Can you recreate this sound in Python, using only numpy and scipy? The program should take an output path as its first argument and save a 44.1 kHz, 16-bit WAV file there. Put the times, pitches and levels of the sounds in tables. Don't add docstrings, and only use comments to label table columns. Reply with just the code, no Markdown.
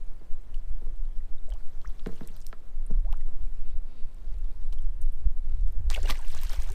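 import sys
import numpy as np
from scipy import signal
from scipy.fft import rfft, irfft, next_fast_len
from scipy.io import wavfile
from scipy.ndimage import uniform_filter1d, map_coordinates

SR = 44100
rng = np.random.default_rng(int(sys.argv[2]) if len(sys.argv) > 2 else 0)


def boost_factor(decibels):
    exponent = np.asarray(decibels, float) / 20
    return 10 ** exponent


def to_wav(s):
    ch = np.atleast_2d(s).T
    pcm = np.round(np.clip(ch, -1, 1) * 32767)
    wavfile.write(sys.argv[1], SR, pcm.astype(np.int16))


N = 297231

# [start_s, spray_level_db, slosh_level_db, loss_db per 10 ms]
SLAPS = [(5.912, -40.5, -45, 4), (5.95, -42, -70, 3.5), (5.98, -61.5, -44.5, 12.5),
         (6.05, -52.5, -49.5, 0.5), (6.104, -27.5, -32.5, 16), (6.35, -59, -48.5, 4.5),
         (6.44, -49.5, -73, 2.5), (6.5, -48.5, -51, 0.5), (6.699, -59.5, -47, 12)]
SLAP_RISE_DB_PER_S = 898
# [time_s, spray_level_db]
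FALLING_WATER = [(5.9, -59.5), (6.02, -57), (6.08, -46), (6.13, -56), (6.19, -59), (6.25, -54.5),
                 (6.47, -48.5), (6.58, -70), (6.65, -63.5), (6.74, -56)]
FALLING_SLOSH_DB = -13.5
# [frequency_hz, level_db]
SPRAY_COLOUR = [(120, -31.5), (200, -17.5), (288, -12), (358, -29), (414, -33.5), (544, 2.5), (1780, -1),
                (1910, -1), (5910, -10.5), (13900, -13), (15500, -12)]

# [start_s, length_ms, start_pitch_hz, end_pitch_hz, level_db]
BUBBLES_AND_REEL_GLIDE = [(.543, 5.34, 2915, 2994, -47.5), (1.994, 9.31, 1212, 1251, -56.5),
                          (1.205, 7.555, 1882, 1949, -60), (1.483, 12.534, 574.4, 720, -46),
                          (1.497, 38.03, 518.1, 1050, -54.5), (1.525, 45.62, 533.2, 1450, -55),
                          (1.847, 13.184, 1130, 2200, -43), (3.046, 55.28, 554.6, 1208, -49.5),
                          (3.127, 18.62, 758.6, 1650, -43), (3.209, 9.824, 1896, 2001, -52.5),
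                          (3.69, 45, 2690, 4700, -67), (4.785, 6.02, 3240, 2900, -51.5),
                          (5.681, 10.3, 1285, 1320, -58.5), (5.945, 6.59, 2550, 2962, -30),
                          (5.96, 6.95, 701.1, 848, -40), (5.966, 8.494, 515.2, 598.9, -39),
                          (5.977, 11.9, 544, 799.3, -34.5), (6.032, 13.58, 361.9, 419.3, -38.5),
                          (6.044, 13.07, 490.1, 756.4, -40), (6.057, 8.91, 2822, 2950, -35),
                          (6.097, 13.554, 1183, 1149, -27.5), (6.118, 9, 2014, 1940, -36),
                          (5.91, 3.487, 1141, 1265, -32.5), (5.934, 5.35, 1147, 1200, -40.5),
                          (5.996, 10.52, 495.3, 517, -43), (6.039, 15, 1419, 1457, -49),
                          (6.053, 13.29, 421.1, 400.5, -38.5), (6.111, 22.76, 542.7, 539.5, -45.5),
                          (6.192, 29.31, 1005, 698.8, -45.5), (6.225, 29.6, 1651, 1475, -52),
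                          (6.344, 5.09, 697.7, 791.3, -50), (6.346, 6.416, 1129, 1177, -43.5),
                          (6.433, 6.975, 966.3, 1114, -43), (6.448, 6.93, 1282, 1398, -44.5),
                          (6.531, 15.47, 550.1, 561.8, -48.5), (6.605, 9, 747, 771, -48),
                          (6.499, 8.845, 1773, 1803, -42.5), (6.703, 43.65, 370.9, 478, -45.5)]
SWEEP_FADE_DB, SWELL_DB_PER_OCTAVE = 10.5, 5.5

# [start_s, level_db, pitch_hz, relative width in octaves, t60_ms of the hiss]
TICKS = [(0.544, -48, 4805, 1.486, 6.55), (1.381, -56, 3640, 0.111, 11.45),
         (1.3646, -49.5, 10090, 0.882, 1.574), (1.469, -57.5, 3706, 0.3403, 11.9),
         (1.493, -48.5, 7849, 0.353, 11.42), (1.495, -65, 3100, 0.352, 10), (1.5, -53.5, 2400, 0.657, 13.9),
         (1.503, -42.5, 5495, 1.54, 6.08), (1.506, -56, 3505, 0.376, 9.81),
         (1.5215, -44.5, 1296, 0.659, 13.86), (1.546, -53.5, 2695, 0.471, 13.48),
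         (1.522, -43, 3078, 0.1604, 8.95), (1.537, -44.5, 4488, 1.443, 26.87),
         (1.8156, -47, 3970, 0.412, 7.39), (1.8745, -42.5, 5809, 0.169, 6.12),
         (1.895, -47, 11950, 0.473, 5.42), (1.9948, -42, 3370, 0.3484, 16.88),
         (2.071, -39, 1922, 8.69, 10.87), (2.119, -49.5, 1700, 0.502, 8.15),
         (2.156, -50.5, 5275, 0.435, 26.76), (2.164, -50.5, 2900, 0.3013, 14.87),
         (2.18, -57.5, 3000, 0.3007, 15), (2.2234, -47, 10060, 2.042, 3.72),
         (2.232, -50, 3677, 0.3045, 18.9), (2.249, -50, 4190, 0.443, 15.28),
         (2.2744, -33, 9435, 1.134, 13.16), (2.286, -44.5, 2572, 0.579, 5.75),
         (2.315, -55.5, 4125, 0.316, 8.07), (2.324, -60, 13200, 0.299, 5.1), (2.372, -55, 8003, 0.2013, 6),
         (2.396, -49, 10500, 0.995, 3.97), (2.398, -55.5, 3654, 0.243, 7.95),
         (2.421, -45, 5502, 0.398, 9.13), (2.425, -55, 8310, 0.1983, 10.13),
         (2.446, -56.5, 8200, 0.2256, 6), (2.447, -51, 2999, 0.3976, 8.34),
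         (2.496, -57, 9000, 0.498, 2.994), (2.3436, -50.5, 4284, 0.604, 6.76),
         (2.354, -48, 4429, 0.492, 2.596), (2.365, -38.5, 12500, 0.545, 4), (2.366, -44, 4023, 0.422, 6.89),
         (2.3762, -49.5, 5576, 0.745, 4.23), (2.4055, -42.5, 7296, 0.788, 2),
         (2.4157, -40.5, 7100, 0.554, 2.205), (2.4505, -46.5, 11010, 0.705, 3),
         (2.4669, -27.5, 8684, 3.003, 5.883), (2.4758, -47, 10460, 0.787, 3),
         (2.487, -41.5, 7829, 0.8, 2.148), (2.864, -43.5, 9585, 0.307, 18.42),
         (2.91, -49.5, 5570, 0.3233, 12.84), (3.0483, -47, 1500, 1.24, 3.3),
         (3.1277, -34, 3140, 1.719, 3.496), (3.171, -49, 6967, 0.598, 9.63),
         (3.208, -52, 3280, 2.14, 23.44), (4.146, -44.5, 10550, 1.995, 2.14),
         (4.3855, -48, 9281, 0.6744, 2.183), (4.6677, -52, 6290, 1.64, 8.16),
         (4.7253, -41.5, 3467, 0.959, 29.93), (4.7316, -41.5, 4642, 4.59, 17.02),
         (4.785, -46.5, 6990, 1.91, 2.515), (4.8211, -53, 8939, 0.224, 7.17),
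         (5.015, -43, 8900, 0.1872, 21.14), (5.0174, -46.5, 12660, 0.276, 30.5),
         (5.0176, -50, 6282, 0.4464, 24.94), (5.0264, -50.5, 9190, 0.316, 11.74),
         (5.028, -50.5, 13320, 0.3095, 12), (5.051, -54.5, 12970, 0.1485, 10),
         (5.1198, -56.5, 9207, 0.2926, 25), (5.125, -47, 11470, 0.621, 15), (5.13, -51.5, 13500, 0.298, 15),
         (5.151, -48.5, 12470, 0.732, 12), (5.6105, -51, 5900, 0.49, 6.5), (5.6816, -48, 7766, 0.71, 12.93),
         (5.724, -43, 12930, 1.58, 12), (5.9023, -15.5, 2784, 2.26, 1.736),
         (5.911, -34.5, 8370, 1.193, 11.96), (5.928, -29.5, 2406, 1.013, 12.96),
         (5.939, -25.5, 2617, 0.4794, 7.32), (5.944, -23.5, 8180, 2.172, 3.643),
         (5.948, -20.5, 3014, 0.471, 9.18), (5.96, -30, 2261, 0.2668, 20.78),
         (5.961, -31.5, 4114, 0.423, 12.15), (6.018, -45, 3766, 0.2803, 9.45),
         (6.0302, -30, 5068, 0.9655, 19.56), (6.0578, -34.5, 3996, 0.846, 9.27),
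         (6.073, -33, 2700, 0.783, 19.88), (6.076, -38, 1562, 0.186, 14.32),
         (6.091, -31, 3272, 0.65, 18.28), (6.1, -18, 2851, 0.5954, 21.4),
         (6.1082, -15.5, 4275, 0.4617, 2.494), (6.154, -34.5, 1942, 0.459, 29.92),
         (6.19, -40.5, 7968, 0.314, 10.18), (6.247, -43.5, 2791, 0.18, 17.75),
         (6.249, -43.5, 5500, 1.267, 2.88), (6.2818, -34, 6130, 1.3, 3.3), (6.336, -44, 3661, 0.2623, 9.97),
         (6.349, -30, 7015, 0.768, 8.6), (6.389, -35, 3663, 0.269, 6.1), (6.4146, -31.5, 9350, 1.173, 3.75),
         (6.434, -24, 7006, 3.505, 7.13), (6.455, -43, 2472, 0.2062, 12.42),
         (6.486, -41, 3067, 0.2735, 9.8), (6.495, -29, 5636, 0.694, 8.416),
         (6.532, -45.5, 5500, 1.483, 4.005), (6.56, -38.5, 4900, 0.784, 7.94),
         (6.593, -45, 1902, 0.628, 9.96), (6.702, -33, 5975, 0.751, 5.33),
         (6.507, -36.5, 9590, 0.851, 10.7), (6.622, -32.5, 6050, 0.881, 8.87),
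         (6.634, -32, 10990, 0.933, 4.71), (6.6898, -36, 4470, 2.13, 10.36), (6.72, -30, 7475, 1.793, 7.43)]

# [start_s, level_db, brightness_hz, scuff_t60_ms]
KNOCKS = [(0.212, -53.5, 405.4, 150.5), (0.819, -50.5, 334.5, 42.9), (0.866, -54, 405.5, 53),
          (2.061, -37.5, 1877, 75.05), (2.0641, -29, 307.1, 46.05), (2.09, -40.5, 299.1, 89.8),
          (2.125, -47.5, 329.2, 150), (2.208, -46.5, 1303, 54.9), (2.21, -38, 235.7, 38),
          (2.232, -52, 351, 220), (2.298, -54.5, 149.9, 138.8), (2.528, -40, 1412, 50.5),
          (2.897, -47.5, 299.9, 26.87), (2.906, -38, 211.5, 27.86), (2.943, -56.5, 1299, 30),
          (3.258, -58.5, 294.8, 271.4), (3.282, -53, 655.7, 38.7), (4.729, -53, 756, 39.5),
          (6.095, -40.5, 371, 23.76)]
# [pitch_hz, width_hz, level_db]
HULL_MODES = [(123.98, 9.002, 9), (177.06, 30.98, 5.5), (253.55, 28.9, -0.5), (341, 33.16, -4),
              (448.8, 47.83, -1), (656.22, 107.1, -7.5), (1050, 129.95, -10.5), (1320, 73.5, -9),
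              (1700, 210.2, -14.5), (2200, 238.1, -17.5), (3640, 2068, -22.5)]

# [time_s, click_rate_per_s, level_db]
DRAG_BUZZ = [(3.58, 47, -85), (3.64, 89, -64), (3.7, 230.33, -63), (3.745, 135, -63), (3.77, 40.72, -76.5),
             (3.83, 119.27, -80.5), (3.88, 264, -63.5), (3.985, 240.9, -59.5), (4.02, 168.27, -60),
             (4.043, 126.54, -65.5)]
# [start_s, length_s, first_gap_s, ratio of each gap to the last, level_db]
LINE_PULLS = [(4.0464, .315, 0.012365, 1.0509, -61), (4.412, .29, 0.03, 1.153, -61),
              (5.061, .035, 0.02581, 0.97, -56), (5.157, .055, 0.025, .96, -58.5),
              (5.497, .075, 0.024, 1.015, -55.5), (5.6, .09, 0.03747, 1.05, -55.5)]
CLICK_SCATTER_DB = 3
# [pitch_hz, width_hz, level_db]
REEL_MODES = [(2054.3, 240, -5), (2600, 280, -2), (3139.7, 952, -8), (3794.8, 168.65, -0.5),
              (4495.6, 367.6, -6), (6411, 2500, -20.5), (8900, 480, -16.5)]

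# [peak_s, half_length_s, flutter_level_db, rumble_db relative to flutter]
GUSTS = [(0.227, 0.0587, -47.5, 1), (0.477, 0.1147, -50, -3), (0.72, 0.1199, -30.5, -15),
         (0.985, 0.07916, -28, -19.5), (1.213, 0.09485, -32.5, -15), (1.535, 0.05217, -24.5, -34),
         (1.876, 0.02659, -20.5, -37.5), (2.091, 0.0742, -38.5, -9.5), (2.648, 0.0561, -38.5, -17.5),
         (2.975, 0.04015, -16.5, -28), (3.07, 0.09296, -22, -11), (3.44, 0.09707, -29.5, -11.5),
         (3.747, 0.0974, -32, -10.5), (4.382, 0.1864, -25.5, -17), (4.69, 0.156, -27.5, -15),
         (4.865, 0.0779, -22.5, -21.5), (5.032, 0.18035, -29, -10), (5.265, 0.0426, -19, -7.5),
         (5.567, 0.11885, -24.5, -8), (5.651, 0.06467, -18, -13.5), (5.802, 0.0428, -21, -7.5),
         (5.881, 0.05303, -29, 3), (6.034, 0.1438, -25.5, -5.5), (6.13, 0.02766, -19.5, -15),
         (6.369, 0.03855, -36.5, 3.5), (6.457, 0.02591, -21, -24), (6.59, 0.06437, -24, -10),
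         (6.71, 0.03247, -24, -8.5)]
GUST_FALL_DB = 13.5
LULL_FLUTTER_DB, LULL_RUMBLE_DB = -50.5, -55
# [time_s, level_db]
HEAVE = [(0, -24), (.84, -21), (1.9, -23), (2.56, -28), (2.9, -19), (3.55, -17), (4.24, -27), (4.8, -19),
         (6.74, -19)]
# [frequency_hz, level_db]
PUSH_COLOUR = [(1, -8), (2.5, 0), (7, 0), (12, -3), (21, -8), (34, -40), (90, -140)]
# [frequency_hz, level_db]
FLUTTER_COLOUR = [(16, -28), (24, 21.5), (35, 13), (50, -1), (70, -87.5), (150, -120)]
# [frequency_hz, level_db]
RUMBLE_COLOUR = [(35, -44.5), (50, 4), (70, -7.5), (105, -22.5), (150, -33.5), (220, -88.5), (500, -120)]

# [time_s, crackle_level_db]
STIR = [(0, -72), (1.45, -73.5), (1.6, -69), (2.05, -66.5), (2.17, -61.5), (2.47, -68.5), (2.56, -71.5),
        (3.0, -76.5), (3.6, -71), (3.9, -81), (4.3, -69.5), (5.3, -77), (5.62, -71), (5.86, -74.5)]
MURMUR_DB, MURMUR_FOLLOWS = -60, 0.062
# [frequency_hz, level_db]
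AIR_COLOUR = [(59, -30.5), (100, 2), (140, -4), (330, -9.5), (434, -11), (1920, -23.5), (6760, -29),
              (8700, -27.5), (10500, -26.5), (12400, -27.5), (15000, -36.5)]

# [frequency_hz, gain_db]
MIC_RESPONSE = [(7000, -1), (8900, 1), (10000, -5), (11500, -3), (13000, -0.5), (15200, -3), (15900, -32.5)]


def splash():
    s, spray_peak_db, slosh_peak_db, loss_db = np.transpose(SLAPS)
    falling_db, = curves(FALLING_WATER)
    fall = loss_db[:, None] / .01
    spray_db = peaks(s, spray_peak_db, SLAP_RISE_DB_PER_S, fall, falling_db)
    slosh_db = peaks(s, slosh_peak_db, SLAP_RISE_DB_PER_S, fall, falling_db + FALLING_SLOSH_DB)

    noise = patchy(coloured(rng.standard_normal(N), SPRAY_COLOUR), depth_db=4.5)
    low = filtered(noise, lambda hz: 1 / np.sqrt(1 + (hz / 1500) ** 4))
    gurgle = grains(240, hz=720, octaves=0.7457, cycles=9.315, spread_db=0.809, rise=0.0923)
    slosh = 0.4927 * unit(low) + gurgle

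    plinks = grains(600, hz=2671.5, octaves=0.6517, cycles=10.017, spread_db=1.1942, rise=0.04508)
    patter = grains(1300, hz=6633.2, octaves=0.7058, cycles=2.639, spread_db=4.0, rise=0.00992)
    spray = 0.95 * unit(noise - low) + 1.0426 * plinks + 0.9656 * patter
    clumps = boost_factor(2.231 * wobble(90) + 1.711 * wobble(32))
    spray = unit(spray * clumps)

    wet = np.arange(N) / SR > FALLING_WATER[0][0]
    return wet * (boost_factor(slosh_db) * unit(slosh) + boost_factor(spray_db) * spray)


def bubbles_and_reel_glide():
    out = np.zeros(N)
    for s, length_ms, start_hz, end_hz, db in BUBBLES_AND_REEL_GLIDE:
        swell_db = SWELL_DB_PER_OCTAVE * np.log2(end_hz / start_hz) - SWEEP_FADE_DB
        u = np.linspace(0, 1, int(length_ms * SR / 1000))
        pitch = start_hz * (end_hz / start_hz) ** (u ** 1.455)
        edges = np.minimum(1, np.minimum(u / 0.05274, (1 - u) / 0.126))
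        shiver_db = uniform_filter1d(rng.standard_normal(len(u)), size=140) * 20
        tone = np.sin(2 * np.pi * np.cumsum(pitch) / SR)
        add(out, s, boost_factor(db + swell_db * u + shiver_db) * edges * tone)
    return out


def ticks():
    out, t = np.zeros(N), np.arange(1024) / SR
    for s, db, hz, octaves, t60_ms in TICKS:
        burst = rng.standard_normal(len(t)) * boost_factor(-60000 * t / t60_ms)
        burst[0] += 2.4
        band = modes([(hz, hz * max(octaves, .05) * 1.2023, 0)])
        tick = filtered(burst, lambda f: band(f) ** 3)
        add(out, s - .0002, boost_factor(db - 1.5775) * tick / np.abs(tick).max())
    return out


def knocks():
    out, t = np.zeros(N), np.arange(8192) / SR
    hull = modes(HULL_MODES)
    for s, db, bright_hz, scuff_ms in KNOCKS:
        scuff = boost_factor(-60000 * t / scuff_ms)
        settling = 0.057 * boost_factor(-60 * t / 0.5)
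        force = rng.standard_normal(len(t)) * (scuff + settling)
        force[0] += 30
        contact = modes([(bright_hz, 0.95 * bright_hz, 0)])
        knock = filtered(force, lambda f: hull(f) * contact(f) / (1 + 1j * f / (5.19 * bright_hz)))
        add(out, s, boost_factor(db + 8.0) * knock / np.abs(knock).max())
    return out


def reel():
    rate, db = curves(DRAG_BUZZ)
    t = np.arange(N) / SR
    turning = (t > DRAG_BUZZ[0][0]) * (t < DRAG_BUZZ[-1][0])
    teeth = np.cumsum(rate * turning * (1 + 0.05 * wobble(90))) / SR
    snaps = np.diff(np.floor(teeth), prepend=0) * boost_factor(db + 0.87 * rng.standard_normal(N))

    for s, length, gap, growth, peak_db in LINE_PULLS:
        after = np.cumsum(np.append(0, gap * growth ** np.arange(16)))
        sizes = boost_factor(peak_db + CLICK_SCATTER_DB * rng.standard_normal(len(after)))
        kept = after < length
        snaps[((s + after[kept]) * SR).astype(int)] = sizes[kept]

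    ringing = signal.fftconvolve(snaps, boost_factor(-60 * t[:600] / 0.021))[:N]
    rattle = 0.05721 * ringing * rng.standard_normal(N)
    clicks = filtered(snaps + rattle, modes(REEL_MODES))
    hull = modes(HULL_MODES)
    drumming = filtered(snaps, lambda f: hull(f) / (1 + 1j * f / 600))
    return boost_factor(28.0) * clicks + boost_factor(41.0 + 2.2 * wobble(39)) * drumming


def wind():
    s, half_s, flutter_peak_db, below_db = np.transpose(GUSTS)
    slope = GUST_FALL_DB / half_s[:, None]
    push_db, = curves(HEAVE)
    flutter_db = peaks(s, flutter_peak_db, slope, slope, LULL_FLUTTER_DB)
    rumble_db = peaks(s, flutter_peak_db + below_db, 0.7681 * slope, 1.051 * slope, LULL_RUMBLE_DB)
    total = 0
    for db, colour, window_s in ((push_db, PUSH_COLOUR, .3), (flutter_db, FLUTTER_COLOUR, .1),
                                 (rumble_db, RUMBLE_COLOUR, .05)):
        eddy = coloured(rng.standard_normal(N), colour)
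        power = uniform_filter1d(eddy ** 2, int(window_s * SR))
        power = np.abs(uniform_filter1d(power, int(window_s * SR / 2)))
        total = total + boost_factor(db) * unit(eddy / (power + 0.048) ** 0.39775)
    edge = np.minimum(np.arange(N), np.arange(N)[::-1]) / (.04 * SR)
    return total * np.sin(np.pi / 2 * np.minimum(edge, 1))


def breeze():
    rustle_db, = curves(STIR)
    murmur_db = MURMUR_DB + MURMUR_FOLLOWS * (rustle_db + 75)
    air = coloured(rng.standard_normal(N), AIR_COLOUR)
    low = filtered(air, lambda hz: 1 / np.sqrt(1 + (hz / 1900) ** 4))
    murmur = boost_factor(murmur_db + 1.2933 * wobble(16)) * unit(low)
    hiss = boost_factor(-78.5 + 1.2 * wobble(24)) * unit(air - low)
    crackle = grains(900, hz=5987.5, octaves=0.92379, cycles=13.0, spread_db=1.5, rise=0.16)
    fizz = 1.4126 * coloured(rng.standard_normal(N), SPRAY_COLOUR)
    rustle = patchy(crackle + fizz, depth_db=3.5)
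    return murmur + hiss + boost_factor(rustle_db) * unit(rustle)


def bank(x):
    t = np.arange(SR // 4) / SR
    tail = rng.standard_normal(len(t)) * boost_factor(-60 * t / 0.19474)
    return signal.fftconvolve(x, tail / np.linalg.norm(tail))[:N]


def grains(rate, hz, octaves, cycles, spread_db, rise):
    when, size = rng.random((2, int(rate * N / SR), 1))
    pitch = np.clip(hz * 2 ** (octaves * rng.standard_normal(when.shape)), 250, 15000)
    k = np.arange(400)
    turns = pitch * k / SR
    wave = np.sin(2 * np.pi * turns * (1 + rise * turns / cycles))
    wave *= np.exp(-turns * 2 / cycles) * (1 - k / len(k))
    wave *= 1 - np.exp(-turns * 4.77 / cycles)
    wave *= boost_factor(-spread_db * np.log(size + 0.0053))
    places = (when * N).astype(int) + k
    return unit(np.bincount(places.ravel(), wave.ravel(), N)[:N])


def patchy(x, depth_db):
    z = signal.stft(x, nperseg=256)[2]
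    field = uniform_filter1d(rng.standard_normal(z.shape), size=5, axis=0)
    field = uniform_filter1d(field, size=6, axis=1)
    return signal.istft(z * boost_factor(depth_db * unit(field)), nperseg=256)[1][:N]


def peaks(times, levels_db, rise_db_per_s, fall_db_per_s, base_db):
    grid = np.arange(0, N, 32)
    since = grid / SR - np.asarray(times)[:, None]
    lost = np.where(since < 0, -since * rise_db_per_s, since * fall_db_per_s)
    power = (boost_factor(levels_db[:, None] - np.minimum(lost, 100)) ** 2).sum(0)
    return 10 * np.log10(np.interp(np.arange(N), grid, power) + boost_factor(base_db) ** 2)


def modes(table):
    def response(f):
        total = 0
        for k, (centre, width, db) in enumerate(table):
            damping = 1j * f * width
            total = total + (-1) ** k * boost_factor(db) * damping / (centre * centre - f * f + damping)
        return total
    return response


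def along(spectrum):
    f, db = np.transpose(spectrum)
    return lambda hz: boost_factor(np.interp(np.log(hz + .1), np.log(f), db))


def filtered(x, response):
    n = x.shape[-1]
    m = next_fast_len(2 * n)
    return irfft(rfft(x, m) * response(np.fft.rfftfreq(m, 1 / SR)), m)[..., :n]


def coloured(x, spectrum):
    return unit(filtered(x, along(spectrum)))


def unit(x):
    return x / np.sqrt(np.mean(x ** 2) + 1e-20)


def curves(rows):
    s, *cols = np.transpose(rows)
    return [np.interp(np.arange(N) / SR, s, c) for c in cols]


def wobble(rate):
    knots = rng.standard_normal(int(N * rate / SR) + 4)
    return map_coordinates(knots, [np.arange(N) * rate / SR])


def add(track, s, sound):
    part = track[round(s * SR):][:len(sound)]
    part += sound[:len(part)]


def scene():
    near = splash() + bubbles_and_reel_glide() + ticks() + knocks() + reel()
    return (near + boost_factor(-15.0) * bank(near) + wind() + breeze())[None]


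def roll_off(x):
    return signal.sosfilt(signal.butter(12, 16380, fs=SR, output="sos"), x)


def record(dry):
    longer = np.pad(dry, ((0, 0), (4096, 4096)), "reflect")
    heard = filtered(longer, along(MIC_RESPONSE))[:, 4096:-4096]
    return roll_off(heard)


dry = scene()
out = record(dry)
to_wav(out)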